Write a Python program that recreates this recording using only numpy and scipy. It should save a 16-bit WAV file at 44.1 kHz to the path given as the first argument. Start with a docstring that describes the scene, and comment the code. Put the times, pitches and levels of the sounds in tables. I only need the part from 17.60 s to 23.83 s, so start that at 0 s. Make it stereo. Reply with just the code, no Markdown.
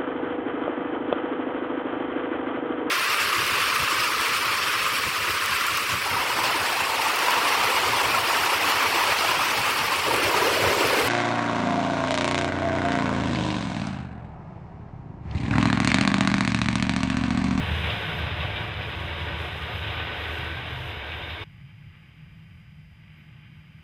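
"""Tracked carrier in snow, then on a far hill

Close to the microphone a diesel carrier ploughs through deep snow: the exhaust throbs, sprockets hum,
the hull drums, steel tracks clatter and clink, snow sprays and a thin whistle flutters. Then the scene
changes abruptly: the carrier crawls over a distant grassy hill, a low drone with soft bumps and faint
rattle in light wind. The camera's own whine and microphone hiss lie under both."""
import sys
import numpy as np
from scipy import signal
from scipy.fft import rfft, irfft, next_fast_len
from scipy.io import wavfile
from scipy.ndimage import map_coordinates

SR = 44100
rng = np.random.default_rng(int(sys.argv[2]) if len(sys.argv) > 2 else 0)


def materialize(psi):
    """Save the field psi as 16-bit PCM at rate SR to the path in sys.argv[1].

    A 1-D psi becomes a single channel; in a 2-D psi each row is a channel.
    """
    bounded = np.clip(np.atleast_2d(psi).T, -1, 1)
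    quanta = np.round(bounded * 32767).astype(np.int16)
    wavfile.write(sys.argv[1], SR, quanta)


N = 274743
T = np.arange(N) / SR
CUT_S = 3.84  # from the snow to the hill
LINK_T60_S, RECEDE_DB_PER_S = 0.16, 1.5  # ring time of a link; fade of hull and sprockets

# At the microphone, whine partials and hiss spectrum: (frequency [Hz], level [dB])
CAMERA_WHINE = [(2397, -79), (2697, -80), (4195, -90), (4795, -79.5), (5095, -85), (5694, -94),
                (6293, -101), (6595, -102)]
MIC_HISS = [(200, 11), (700, 22.5), (2000, -5), (4400, 5), (5000, 9.5), (5500, 3.5), (8000, -6),
            (13000, -7), (14300, -11), (15200, -12)]
# Stereo width of hiss, hill and close pass: (frequency [Hz], side minus mid [dB])
HISS_WIDTH = [(500, 0.5), (3000, -11.5), (8000, 8.5)]
FAR_WIDTH = [(25, -11), (55, -3), (110, -26), (170, -19), (400, -14), (850, -3), (1400, -10.5), (2100, -25),
             (3000, -73), (4400, -45)]
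NEAR_WIDTH = [(60, -67), (150, -78), (220, -33), (330, -18.5), (700, -15), (1300, -15.5), (2200, -21.5),
              (3000, -48.5), (4300, -6.5), (5000, -8.5), (6200, 0.5), (8000, -0.5), (10500, -26),
              (15000, 1)]

# Spectra heard from the hill: (frequency [Hz], relative level [dB])
WISP_SPECTRUM = [(10500, -33), (12400, 0), (13200, 0), (14800, -25)]
RUMBLE_SPECTRUM = [(15, -37), (26, -20), (38, -8), (55, -5), (85, 0.5), (115, 1), (150, 1.5), (190, -5),
                   (250, -21), (400, -33), (800, -51.5)]
GRUMBLE_SPECTRUM = [(120, -5), (200, 8), (270, 1), (350, -3), (460, -23), (700, -26), (1500, -44)]
RATTLE_SPECTRUM = [(300, -14), (700, -18.5), (1200, -7), (1420, -10), (1600, -4.5), (1790, -9.5),
                   (1900, -2), (2150, 0), (2400, -0.5), (2560, -4.5), (3150, -5.5), (3320, -13),
                   (3850, -17), (4400, -35), (7000, -58)]
# How hard the distant tracks work: (time [s], level [dB])
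FAR_TRACK_WORK = [(3.84, -62), (4.08, -63), (4.27, -62.5), (4.38, -62), (4.47, -62), (4.8, -63),
                  (5.27, -66), (5.55, -61.5), (5.68, -62.5), (5.85, -61), (6.13, -64), (6.23, -62.5)]
# Steel ringing in the distant rattle: (frequency [Hz], width [Hz], level [dB])
FAR_STEEL_MODES = [(851, 50, 9), (1210, 90, -3), (1522, 70, 4), (1715, 92, 3), (2800, 110, -1),
                   (3080, 130, -2)]
# Distant engine drone: (time [s], pitch [Hz])
DRONE_PITCH = [(3.84, 143), (4.05, 144), (4.3, 149), (4.6, 157), (5.15, 157), (5.35, 145), (5.48, 153.3),
               (5.95, 150), (6.23, 153)]
# Track clanks and engine pulls on the hill: (middle [s], half length [s], rise [dB])
FAR_CLANKS = [(4.095, 0.022, 2.5), (4.35, .018, 4), (5.85, .018, 1.5)]
ENGINE_PULLS = [(4.04, 0.043, 13), (4.28, .09, 6.5), (4.62, 0.044, 14.5), (5.2, 0.045, 10), (5.48, 0.04, 4),
                (5.98, 0.071, 7.5)]
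# Hull booms on uneven ground, near and far: (time [s], peak [dB], pitch [Hz])
HULL_BUMPS = [(.45, -32.5, 152), (2.0, -35.5, 152), (4.12, -43.5, 110.9), (4.2, -49, 108),
              (4.27, -43, 92.6), (4.34, -47, 96), (4.88, -59, 106), (4.95, -47, 79), (5.04, -47, 125),
              (5.7, -46, 122), (5.86, -56, 133)]

# Close whistle's pitch and engine firing rate: (time [s], frequency [Hz])
WHISTLE_PITCH = [(0, 13000), (.95, 12750), (1.55, 11970), (2.15, 12500), (2.5, 12300), (3.1, 12860),
                 (3.8, 12810)]
FIRING_RATE = [(0, 79.05), (.38, 77.5), (.75, 78.36), (.95, 83.1), (1.5, 79.6), (1.9, 78.7), (2.25, 79.5),
               (2.6, 78.5), (3.3, 79.5), (3.84, 78.8)]
# Load on the drive and work of the running gear, close by: (time [s], level [dB])
DRIVE_LOAD = [(0.0, -26), (0.06, -36), (0.13, -23), (0.2, -29.5), (.27, -29.5), (0.47, -46), (0.61, -28),
              (.68, -35.5), (0.88, -30.5), (0.99, -46), (1.06, -35.5), (1.87, -33.5), (1.91, -48),
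              (1.96, -30), (2.0, -46), (2.04, -26.5), (2.08, -53), (2.14, -30), (2.45, -37), (2.51, -51),
              (2.58, -38.5), (2.74, -33), (2.92, -33.5), (3.02, -40), (3.2, -35.5), (3.39, -39.5),
              (3.44, -55), (3.52, -32.5), (3.61, -48), (3.69, -34), (3.82, -47.5)]
TRACK_WORK = [(0.02, -32), (0.28, -30.5), (.5, -31.5), (0.72, -32.5), (0.82, -33), (1.02, -32.5),
              (1.1, -35), (1.62, -34), (2.2, -34.5), (2.3, -33.5), (2.6, -32.5), (2.93, -34), (3.22, -36.5),
              (3.82, -36)]
# Whistle flares, flung sheets of snow, hard sprocket bites: (middle [s], half length [s], rise [dB])
WHISTLE_FLARES = [(.48, 0.28, 8), (1.05, .2, 1), (2.16, 0.07, 11), (2.36, 0.078, 8), (2.75, 0.14, 10),
                  (3.2, 0.27, 5), (3.63, 0.1, 4)]
SNOW_THROWS = [(.17, 0.33, 4.5), (1.9, 0.53, 2.5), (2.78, 0.13, 4), (3.2, 0.12, 3.5)]
SPROCKET_BITES = [(.2, .08, 6), (.8, 0.25, 9.5), (1.85, .1, 4), (2.25, .12, 7.5), (2.58, .06, 2)]
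# Running gear singing under friction: (middle [s], half length [s], pitch [Hz], level [dB])
GEAR_NOTES = [(0.844, 0.096, 604, -43.5), (0.913, 0.16, 724, -48.5), (1.04, 0.16, 2340, -46),
              (1.2, 0.18, 440.5, -52.5), (1.556, 0.18, 574, -51), (1.703, 0.27, 343, -52),
              (1.616, 0.26, 968, -49.5), (1.75, 0.36, 2235, -52), (2.303, 0.39, 1228, -50),
              (2.315, 0.28, 960, -58), (2.531, 0.39, 1508, -46.5), (2.56, 0.14, 1880, -49),
              (2.98, 0.21, 1592, -48.5), (3.052, 0.31, 127.3, -43.5), (3.553, 0.14, 2262, -48.5),
              (3.66, 0.25, 3620, -49), (3.682, 0.35, 1580, -49.5)]
# Track slapping the wheels: (time [s], level [dB], burst centre [Hz])
TRACK_SLAPS = [(0.243, -30, 2200), (0.304, -29.5, 3400), (.425, -42, 2000), (0.4814, -35.5, 1100),
               (.805, -31, 2380), (0.83, -31.5, 546), (.858, -36, 2770), (.898, -37, 2300),
               (.96, -31, 2963), (2.241, -34.5, 2700), (2.271, -33, 2680), (2.305, -40, 2900),
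               (2.399, -31.5, 1830), (2.64, -33, 2000), (3.519, -33.5, 1950), (3.698, -35, 3540)]
# Modes of the steel links: (frequency [Hz], relative level [dB])
LINK_MODES = [(1510, 9.5), (1585, -0.5), (1882, 3), (2225, -0.5), (2385, -1.5), (2750, -2), (2895, 1.5),
              (3110, -4), (3440, -6), (3670, -4.5), (3746, -2.5)]
# Modes of frame and deck panels: (frequency [Hz], width [Hz], level [dB])
PANEL_MODES = [(335, 9.2, 7), (430, 47, 1), (482, 15, 1), (598, 27, 3.5), (726, 49, 4), (878, 48, 1.5),
               (961, 24, 6), (1115, 57, 4), (1210, 56, 4), (1460, 45, -2), (1610, 44, -0.5), (1914, 36, -1),
               (2240, 45, -3), (3020, 36, -2), (3700, 68, -9)]
# Spectra heard beside the carrier: (frequency [Hz], relative level [dB])
STRUCK_SPECTRUM = [(200, -13), (450, -10.5), (3750, 1.5), (4300, -21), (5000, -20), (7000, -42),
                   (12000, -65)]
CHURN_SPECTRUM = [(100, -22), (200, -4), (260, -1.5), (520, 0.5), (800, -1.5), (1060, -1.5), (1320, -6.5),
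                  (1700, -11), (3000, -12.5), (5000, -73)]
CLATTER_SPECTRUM = [(700, -22), (1300, -6.5), (1520, 0), (1790, -1), (2250, 0.5), (2900, -0.5), (3250, -2),
                    (3750, -5), (4100, -12.5), (4500, -26), (4980, -16.5), (5600, -33.5), (7200, -39.5),
                    (12000, -72)]
SPRAY_SPECTRUM = [(3000, -25), (5800, 4), (7400, -3.5), (8200, 1), (8900, -3), (9700, 2.5), (10400, -2.5),
                  (11000, -0.5), (12000, -4), (13300, 0), (15000, -9.5), (16000, -10)]
HULL_SPECTRUM = [(15, -43), (27, -43), (35, -21), (44, -14), (62, -5.5), (80, -1.5), (100, 0), (130, -3),
                 (160, -4.5), (212, -16), (320, -61), (700, -85)]
SILENCER_SPECTRUM = [(20, -44), (35, -16), (48, -15), (78, 7), (110, -29), (160, -11), (240, -31),
                     (500, -56), (1000, -100)]


def amp(db):
    """Decibels to gain."""
    return 10 ** (np.asarray(db) / 20)


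def unit(x):
    """Scale to rms 1."""
    return x / np.sqrt(np.mean(x ** 2) + 1e-20)


def gain_at(points, hz):
    """Gain between (frequency [Hz], level [dB]) points on a log axis."""
    freqs, db = np.transpose(points)
    return amp(np.interp(np.log(hz + 1), np.log(freqs + 1), db))


def curve(rows):
    """One value per sample from (time, value) rows."""
    return np.interp(T, *np.transpose(rows))


def swells(rows):
    """Sum of bell-shaped rises in dB."""
    return sum(db * np.exp(-((T - s) / half) ** 2) for s, half, db in rows)


def wobble(rate):
    """A smooth random curve, rate knots a second."""
    return map_coordinates(rng.standard_normal(int(N * rate / SR) + 4), [T * rate])


def filtered(x, response):
    """Shape x by a gain that depends on frequency."""
    size = next_fast_len(N + SR // 2)
    return irfft(rfft(x, size) * response(np.fft.rfftfreq(size, 1 / SR)), size)[..., :N]


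def noise():
    """Two unrelated white noises."""
    return rng.standard_normal((2, N))


def grains(rate, spread_db):
    """Two streams of random tiny impacts of uneven size, rms 1."""
    hits = rng.random((2, N)) < rate / SR
    return unit(hits * noise() * amp(spread_db * np.clip(noise(), -2, 2)))


def stereo(pair, spectrum, width=NEAR_WIDTH):
    """Colour two unrelated signals and spread them as mid (rms 1) and side."""
    mid = filtered(pair[0], lambda hz: gain_at(spectrum, hz))
    side = filtered(pair[1], lambda hz: gain_at(spectrum, hz) * gain_at(width, hz))
    return np.array([mid + side, mid - side]) / np.std(mid)


def panels(hz, modes=PANEL_MODES):
    """The frame's resonances stand out of a flat response."""
    peaks = sum(amp(db) ** 2 / (1 + (2 * (hz - f) / width) ** 2) ** 2 for f, width, db in modes)
    return np.sqrt(1 + peaks)


def camera(hiss_db=-74):
    """Right at the microphone: the camera's steady whine and hiss."""
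    whine = sum(amp(db) * np.sin(2 * np.pi * (hz * T + rng.random())) for hz, db in CAMERA_WHINE)
    return np.sqrt(2) * whine + amp(hiss_db) * stereo(noise(), MIC_HISS, HISS_WIDTH)


def wisp(at_s=5.59, half_s=0.027, level_db=-80):
    """One faint, high wisp of sound."""
    return amp(level_db) * np.exp(-((T - at_s) / half_s) ** 2) * stereo(noise(), WISP_SPECTRUM)


def far_rumble(level_db=-49.5, fade_db_per_s=0.1):
    """Light wind and tracks rolling on the hill merge into a low rumble."""
    db = level_db - fade_db_per_s * (T - CUT_S) + 0.8 * wobble(15)
    return amp(db) * stereo(noise(), RUMBLE_SPECTRUM, FAR_WIDTH)


def far_grumble(level_db=-66.5, follows=2.7):
    """The distant tracks grumble louder the harder they work."""
    work_db = curve(FAR_TRACK_WORK)
    effort_db = work_db - work_db[T > CUT_S].mean()
    return amp(level_db + follows * effort_db) * stereo(noise(), GRUMBLE_SPECTRUM, FAR_WIDTH)


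def far_rattle(gain_db=4, grit=0.46):
    """Thin steel rattle carries from the hill, clanking as the tracks slap the wheels."""
    impacts = noise() + grit * grains(700, spread_db=1)
    steel = filtered(impacts, lambda hz: panels(hz, FAR_STEEL_MODES))
    db = curve(FAR_TRACK_WORK) + gain_db + swells(FAR_CLANKS) + 0.27 * wobble(25)
    return amp(db) * stereo(steel, RATTLE_SPECTRUM, FAR_WIDTH)


def far_drone(level_db=-57.5):
    """At a distance the engine is one wavering note that swells as it pulls."""
    pitch_hz = curve(DRONE_PITCH) * (1 + 0.018 * wobble(24))
    tone = np.sin(2 * np.pi * np.cumsum(pitch_hz) / SR)
    return amp(level_db + swells(ENGINE_PULLS)) * unit(tone * amp(1.3 * wobble(22)))


def bumps(rise_s=0.021):
    """Near or far, each drop over uneven ground is one soft, low boom of the hull."""
    out = np.zeros(N)
    for s, db, hz in HULL_BUMPS:
        age = np.maximum(T - s, 0) / rise_s
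        out += amp(db) * age * np.exp(1 - age) * np.sin(2 * np.pi * (hz * T + rng.random()))
    return out


def high_whistle(level_db=-76, width_hz=250, flutter_db=3):
    """Close by, a thin, high, fluttering whistle drifts in pitch."""
    breath = filtered(noise(), lambda hz: 1 / (1 + (hz / width_hz) ** 2))
    phase = 2 * np.pi * np.cumsum(curve(WHISTLE_PITCH)) / SR
    db = level_db + swells(WHISTLE_FLARES) + flutter_db * wobble(21.96)
    return amp(db) * unit(breath[0] * np.cos(phase) + breath[1] * np.sin(phase))


def singing_gear():
    """Friction keeps single resonances ringing; each swells and fades, the low ones steadier."""
    out = np.zeros(N)
    for s, half, hz, db in GEAR_NOTES:
        phase = 2 * np.pi * hz * T
        drift_rate = 26 * np.sqrt(hz / 1000)
        ring = unit(wobble(drift_rate) * np.cos(phase) + wobble(drift_rate) * np.sin(phase))
        out += amp(db) * np.exp(-0.5 * ((T - s) / half) ** 4) * ring
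    return out


def slaps(t60_s=0.19, rise_s=0.0024, width_octaves=0.7, ring_db=-6):
    """A slack track slaps a wheel: a dull or bright burst, cushioned by snow; the links ring with it."""
    out = np.zeros((2, N))
    for s, db, centre_hz in TRACK_SLAPS:
        colour = lambda hz: 1 / (1 + (np.log2((hz + 1) / centre_hz) / width_octaves) ** 2)
        burst = stereo(filtered(noise(), lambda hz: panels(hz) * colour(hz)), STRUCK_SPECTRUM)
        ring = sum(amp(mode_db + ring_db) * colour(hz) ** 2 * np.sin(2 * np.pi * (hz * T + rng.random()))
                   for hz, mode_db in LINK_MODES) / np.sqrt(len(LINK_MODES))
        onset = 0.5 + 0.5 * np.tanh((T - s + rise_s) / rise_s)
        age = np.abs(T - s)
        out += amp(db) * onset * (burst * amp(-60 * age / t60_s) + ring * amp(-60 * age / LINK_T60_S))
    return out


def clinks(taps_per_s=30, gain_db=-12):
    """Loose links tap the wheels at random; every tap rings one of their modes."""
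    age = np.arange(SR // 2) / SR
    rings = np.zeros((2, N))
    for hz, db in LINK_MODES:
        ring = amp(db - 60 * age / LINK_T60_S) * np.sin(2 * np.pi * hz * age)
        rings += signal.fftconvolve(grains(taps_per_s, spread_db=1), [ring], axes=1)[:, :N]
    return amp(curve(TRACK_WORK) + gain_db) * stereo(rings, STRUCK_SPECTRUM)


def tracks(lug_hz=22, grit=0.44, churn_db=-5, clatter_db=-2.5, spray_db=-32):
    """Beside the microphone lugs churn snow and steel rattles in surges; snow sprays off the rear."""
    lug_phase = 2 * np.pi * np.cumsum(lug_hz * (1 + 0.144 * wobble(5))) / SR
    surge = (1 + 0.02 * np.cos(lug_phase)) * amp(0.57 * wobble(35.99) + 0.47 * wobble(9.6))
    snow = surge * (noise() + grit * grains(500, spread_db=1))
    steel = surge * (noise() + grit * grains(900, spread_db=2.5))
    powder = noise() + 0.48 * grains(1200, spread_db=7)
    churn = amp(churn_db + 0.02 * T) * stereo(filtered(snow, panels), CHURN_SPECTRUM)
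    clatter = amp(clatter_db) * stereo(filtered(steel, panels), CLATTER_SPECTRUM)
    spray = amp(spray_db + swells(SNOW_THROWS) + 1.7 * wobble(11)) * stereo(powder, SPRAY_SPECTRUM)
    return amp(curve(TRACK_WORK)) * (churn + clatter + spray)


def sprockets(tooth_hz=33.96, harmonics_db=(-60.5, -49.5, -44.5), sway_db=2.2):
    """Sprocket teeth bite the tracks in a low hum; its top note swells with each hard bite."""
    phase = 2 * np.pi * np.cumsum(tooth_hz * (1 + 0.0272 * wobble(7.13))) / SR
    first, second, third = (amp(db + sway_db * wobble(14)) * np.cos(k * phase)
                            for k, db in enumerate(harmonics_db, 1))
    hum = first + second + amp(swells(SPROCKET_BITES)) * third
    return np.sqrt(2) * amp(-RECEDE_DB_PER_S * T) * hum


def hull(gain_db=-0.2, follows=0.21, boom_above_hz=128, boom_db=6, dulling_db_per_s=3):
    """Pounding tracks drum the hull, partly following the load; it dulls as the carrier draws away."""
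    load_db = curve(DRIVE_LOAD)
    mean_db = load_db[T < CUT_S].mean()
    db = mean_db + follows * (load_db - mean_db) + gain_db - RECEDE_DB_PER_S * T
    drum = stereo(grains(2000, spread_db=0.5), HULL_SPECTRUM)
    boom = filtered(drum, lambda hz: 1 - 1 / (1 + (hz / boom_above_hz) ** 10))
    return amp(db) * (drum - boom + amp(boom_db - dulling_db_per_s * T) * boom)


def exhaust(gain_db=-5.5, roughness=0.16, tone_db=-1, puffs_db=-9):
    """The close diesel throbs: one uneven puff per firing through the silencer, over a firing tone."""
    cycles = np.cumsum(curve(FIRING_RATE) * (1 + 0.0093 * wobble(12))) / SR
    firings = np.diff(np.floor(cycles), prepend=0) * (1 + roughness * rng.standard_normal(N))
    puffs = unit(filtered(firings, lambda hz: gain_at(SILENCER_SPECTRUM, hz)))
    tone = np.sqrt(2) * np.cos(2 * np.pi * cycles) * amp(0.75 * wobble(12.3))
    return amp(curve(DRIVE_LOAD) + gain_db) * (amp(tone_db) * tone + amp(puffs_db) * puffs)


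def scene():
    """The close pass in the snow gives way at once to the distant hill."""
    close = exhaust() + sprockets() + hull() + tracks() + clinks() + slaps()
    close += singing_gear() + high_whistle()
    hill = far_drone() + far_rumble() + far_grumble() + far_rattle() + wisp()
    away = 0.5 + 0.5 * np.tanh((T - CUT_S) / 0.0006)
    return (1 - away) * close + away * hill + bumps() + camera()


def record(dry):
    """The microphone chain passes nothing above 15.3 kHz."""
    return filtered(dry, lambda hz: hz < 15300)


dry = scene()
out = record(dry)
materialize(out)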